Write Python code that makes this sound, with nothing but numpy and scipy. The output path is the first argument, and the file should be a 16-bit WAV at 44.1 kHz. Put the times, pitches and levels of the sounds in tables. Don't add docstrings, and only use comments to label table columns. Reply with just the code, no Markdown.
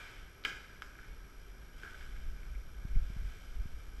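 import sys
import numpy as np
from scipy import signal
from scipy.fft import rfft, irfft
from scipy.io import wavfile
from scipy.ndimage import uniform_filter1d

SR = 44100
rng = np.random.default_rng(int(sys.argv[2]) if len(sys.argv) > 2 else 0)


def store_pcm(level_fs):
    pcm = np.round(np.clip(level_fs, -1, 1) * 32767).astype(np.int16)
    wavfile.write(sys.argv[1], SR, np.atleast_2d(pcm).T)


N = 176400

# (centre [Hz], width [Hz], boost [dB])
CASE_MODES = [(397, 120, 5), (1292, 187, 9.5), (1514, 125, 9.5), (1631, 116, 8.5), (1963, 31, 2),
              (2208, 194, 8.5), (2378, 93, 9), (2460, 30, 2), (2770, 43, 1), (3106, 250, 8.5),
              (3500, 320, 4.5), (4230, 61, 0.5), (5033, 84, 8.5), (5150, 120, 3.5), (6700, 410, 1),
              (7880, 230, 4.5)]
# (frequency [Hz], gain [dB])
AIR_COLOUR = [(30, 9.5), (100, 12), (200, 3.5), (350, -0.5), (550, -3), (1000, -8), (1600, -11),
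              (2300, -14.5), (3300, -21), (5000, -17), (8000, -23.5), (12000, -23.5), (15000, -32.5)]
# (frequency [Hz], level [dB])
WHINE_PARTIALS = [(5700, -67.5), (11400, -69.5)]
# (time [s], level [dB])
BUFFET_LEVEL = [(0, -56), (.15, -58), (.22, -41.5), (.28, -55.5), (.9, -53.5), (1.12, -48.5), (1.3, -53.5),
                (1.45, -50), (1.7, -50.5), (2.08, -43), (2.28, -39.5), (2.7, -44), (2.9, -39.5), (3.0, -37),
                (3.1, -45), (3.24, -38.5), (3.45, -48), (3.58, -40), (3.75, -41.5), (4, -45)]
# (frequency [Hz], gain [dB])
BUFFET_COLOUR = [(8, -10.5), (18, 0), (28, -4.5), (40, -0.5), (55, -5.5), (80, -22.5), (110, -27.5),
                 (160, -31), (300, -43), (800, -83)]
# (time [s], peak [dB], pitch [Hz]: higher is shorter)
CASE_THUMPS = [(2.263, -35.5, 30), (2.331, -34, 30.2), (2.853, -32, 101), (2.963, -29.5, 91),
               (2.973, -18, 26.6), (3.026, -25, 33.4), (3.103, -36.5, 109), (3.167, -34.5, 96),
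               (3.225, -39, 71), (3.257, -34.5, 53), (3.571, -30.5, 25.5), (3.606, -30, 43),
               (3.658, -36.5, 109)]
# (time [s], gain [dB])
LEAF_LEVEL = [(.42, -71), (.6, -59.5), (.85, -65), (1.05, -62.5), (1.25, -65.5), (1.73, -65.5),
              (1.83, -57.5), (2.03, -59), (2.2, -62.5), (2.7, -67), (3.0, -62.5), (3.38, -60.5),
              (3.6, -64.5), (4, -65.5)]
# (frequency [Hz], gain [dB])
LEAF_COLOUR = [(200, -3.5), (700, 4), (1100, -0.5), (1600, 4.5), (2300, 3), (3300, -0.5), (5000, -4.5),
               (8000, -9.5), (11000, -16.5), (15000, -19)]
# (time [s], treble gain [dB])
LEAF_BRIGHTNESS = [(.6, -2), (1.9, 1), (3.1, 2.5), (4, 4)]
# (time [s], level [dB])
SCRAPE_LEVEL = [(0, -51), (.12, -55), (.19, -57), (.27, -62), (.42, -67.5), (.6, -88)]
# (frequency [Hz], gain [dB])
SCRAPE_COLOUR = [(200, -10), (700, -0.5), (1100, -2.5), (1600, 1), (2200, 3), (3300, -3.5), (5000, -8),
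                 (8000, -14.5), (11000, -22), (15000, -25)]
# (delay [s], gain [dB])
WALL_ECHOES = [(0.0309, -27), (0.042, -17)]
# (frequency [Hz], gain [dB])
YARD_COLOUR = [(100, 16), (380, 2), (900, 2), (1600, -1.5), (2400, -7.5), (3300, -6.5), (5000, 3),
               (8000, 3.5), (14000, -2)]
# (frequency [Hz], gain [dB])
WOOD_COLOUR = [(100, -12.5), (380, -0.5), (600, -3.5), (1000, -0.5), (1500, 4.5), (2300, 6), (3300, -1),
               (5000, -4), (7000, -10.5), (9500, -20), (12000, -14.5), (15000, -31)]
# (time [s], level over CRACK_S [dB], knock [Hz], knock boost [dB], splinter decay [s], echo send [dB])
FIBRE_BREAKS = [(0.4379, -50, 4200, 17, 0.0042, -2), (0.4478, -48, 1030, 9, 0.00079, 6.5),
                (0.4501, -31.5, 3030, 9.5, 0.0016, 3), (0.4516, -33.5, 2420, 13, 0.0026, 0),
                (0.4559, -33.5, 2220, 9, 0.0025, 2.5), (0.46, -42, 1650, 12, 0.0017, 5),
                (0.7043, -55.5, 1660, 12, 0.0056, -4), (0.8211, -39.5, 1360, 7.5, 0.0017, -5),
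                (0.826, -50.5, 2400, 1, 0.0045, 5.5), (.861, -54, 1610, 13, .003, -2),
                (0.953, -53, 1690, 14, .006, -3), (0.989, -49.5, 1600, 17, .004, 3.5),
                (1.0440, -55, 1910, 5, 0.01, -1), (1.8331, -43, 1520, 18, 0.0027, 3),
                (1.836, -53.5, 396, 22, 0.0054, -5), (1.846, -47, 1530, 16, 0.0079, 4),
                (1.861, -49, 1570, 18, 0.0079, -5), (1.876, -48.5, 1590, 19, 0.0055, 2),
                (1.9442, -52, 1560, 15, 0.0035, -4), (2.005, -48, 1570, 6, 0.03, 0),
                (2.159, -54, 1680, 7, .016, -3), (2.430, -56, 2200, 9, 0.0083, 5),
                (2.550, -55.5, 2150, 20, .008, 3), (2.952, -57.5, 2230, 14, 0.0017, 0),
                (3.436, -57, 1510, 10, 0.005, -6)]

AIR_DB = -59
FRAME_HZ, FRAME_START_S, WHINE_DUTY, WHINE_WANDER_HZ = 59.94, 0.012, 0.41, 32
LEAF_TICKS_PER_S, LEAF_SCATTER_DB, LEAF_SPLIT_HZ = 7000, 1, 3740
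ECHO_BUILD_S, LATE_CUTOFF_HZ = 0.0075, 5500
CRACK_S, CLICK_MAX_DB, FAST_BREAK_S, KNOCK_WIDTH_RATIO = 0.005, -11.5, 0.00064, 0.47
TOP_HZ = 15050


def undb(db):
    return 10 ** (np.asarray(db) / 20)


def unit(x):
    return x / np.sqrt(np.mean(x ** 2))


def curve(rows):
    return undb(np.interp(np.arange(N) / SR, *np.array(rows).T))


def colour(x, points, resonances=()):
    size = 8192
    bins_hz = np.maximum(np.arange(size // 2 + 1) * SR / size, 1)
    hz, db = np.array(points).T
    shape_db = np.interp(np.log(bins_hz), np.log(hz), db)
    for centre_hz, width_hz, boost_db in resonances:
        shape_db += boost_db / (1 + (2 * (bins_hz - centre_hz) / width_hz) ** 2)
    cepstrum = irfft(np.log(undb(shape_db)))
    cepstrum[1:size // 2] *= 2
    cepstrum[size // 2 + 1:] = 0
    response = irfft(np.exp(rfft(cepstrum)))[:size // 2]
    return signal.fftconvolve(x, response)[:len(x)]


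def lowpass(x, hz, order=2):
    return signal.sosfilt(signal.butter(order, hz, fs=SR, output="sos"), x)


def spray(t, decay_s):
    fade = np.exp(-t / decay_s)
    spectrum = rfft(rng.standard_normal(len(t)) * fade)
    burst = irfft(spectrum / np.abs(spectrum), len(t)) * np.sqrt(fade)
    return burst / np.linalg.norm(burst)


def air():
    return undb(AIR_DB) * unit(colour(rng.standard_normal(N), AIR_COLOUR, CASE_MODES))


def whine():
    t = np.arange(N) / SR
    frame_phase = ((t - FRAME_START_S) * FRAME_HZ) % 1
    gate = uniform_filter1d(1. * (frame_phase < WHINE_DUTY), size=30)
    wander_hz = WHINE_WANDER_HZ * unit(lowpass(rng.standard_normal(N), hz=130))
    drift_cycles = np.cumsum(wander_hz) / SR
    return gate * sum(undb(db) * np.sin(2 * np.pi * (hz * t + harmonic * drift_cycles))
                      for harmonic, (hz, db) in enumerate(WHINE_PARTIALS, 1))


def buffeting():
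    t = np.arange(N) / SR
    out = unit(colour(rng.standard_normal(N), BUFFET_COLOUR)) * curve(BUFFET_LEVEL)
    for at_s, peak_db, hz in CASE_THUMPS:
        phase = np.pi * hz * (t - at_s)
        push = phase / (1 + phase ** 2) ** 2.15
        out += undb(peak_db) * push / push.max()
    return out


def leaves():
    hits = rng.random(N) < LEAF_TICKS_PER_S / SR
    ticks = hits * rng.standard_normal(N) * undb(LEAF_SCATTER_DB * rng.standard_normal(N))
    rustle = unit(colour(ticks, LEAF_COLOUR, CASE_MODES))
    body = lowpass(lowpass(rustle, LEAF_SPLIT_HZ)[::-1], LEAF_SPLIT_HZ)[::-1]
    treble = rustle - body
    return (body + treble * curve(LEAF_BRIGHTNESS)) * curve(LEAF_LEVEL)


def scrape():
    return unit(colour(rng.standard_normal(N), SCRAPE_COLOUR, CASE_MODES)) * curve(SCRAPE_LEVEL)


def echo_tail(db, t60_s):
    t = np.arange(SR) / SR
    echoes = spray(t, t60_s / np.log(1000) * 1.5)
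    echoes *= 1 - np.exp(-t / ECHO_BUILD_S)
    return undb(db) * echoes / np.linalg.norm(echoes)


def yard(x):
    houses = echo_tail(db=-3.5, t60_s=0.38)
    trees = lowpass(echo_tail(db=-6.5, t60_s=0.92), LATE_CUTOFF_HZ, order=1)
    response = houses + trees
    for delay_s, db in WALL_ECHOES:
        response[int(delay_s * SR)] += undb(db)
    return colour(signal.fftconvolve(x, response)[:N], YARD_COLOUR)


def cracks():
    out = np.zeros((2, N))
    t = np.arange(SR // 5) / SR
    for start_s, db, knock_hz, knock_db, splinter_s, echo_db in FIBRE_BREAKS:
        burst = spray(t, splinter_s)
        burst[0] += undb(CLICK_MAX_DB) * min(FAST_BREAK_S / splinter_s, 1)
        knock = (knock_hz, KNOCK_WIDTH_RATIO * knock_hz, knock_db)
        crack = colour(burst, WOOD_COLOUR, [*CASE_MODES, knock])
        crack *= undb(db) * np.sqrt(CRACK_S * SR) / np.linalg.norm(crack)
        i = int(start_s * SR)
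        out[:, i:i + len(t)] += [crack, undb(echo_db) * crack]
    return out


def scene():
    direct, echo_send = cracks()
    return (direct + yard(echo_send) + scrape() + leaves() + air() + buffeting() + whine())[None]


def record(dry):
    return signal.sosfilt(signal.ellip(10, .2, 70, TOP_HZ, fs=SR, output="sos"), dry)


dry = scene()
out = record(dry)
store_pcm(out)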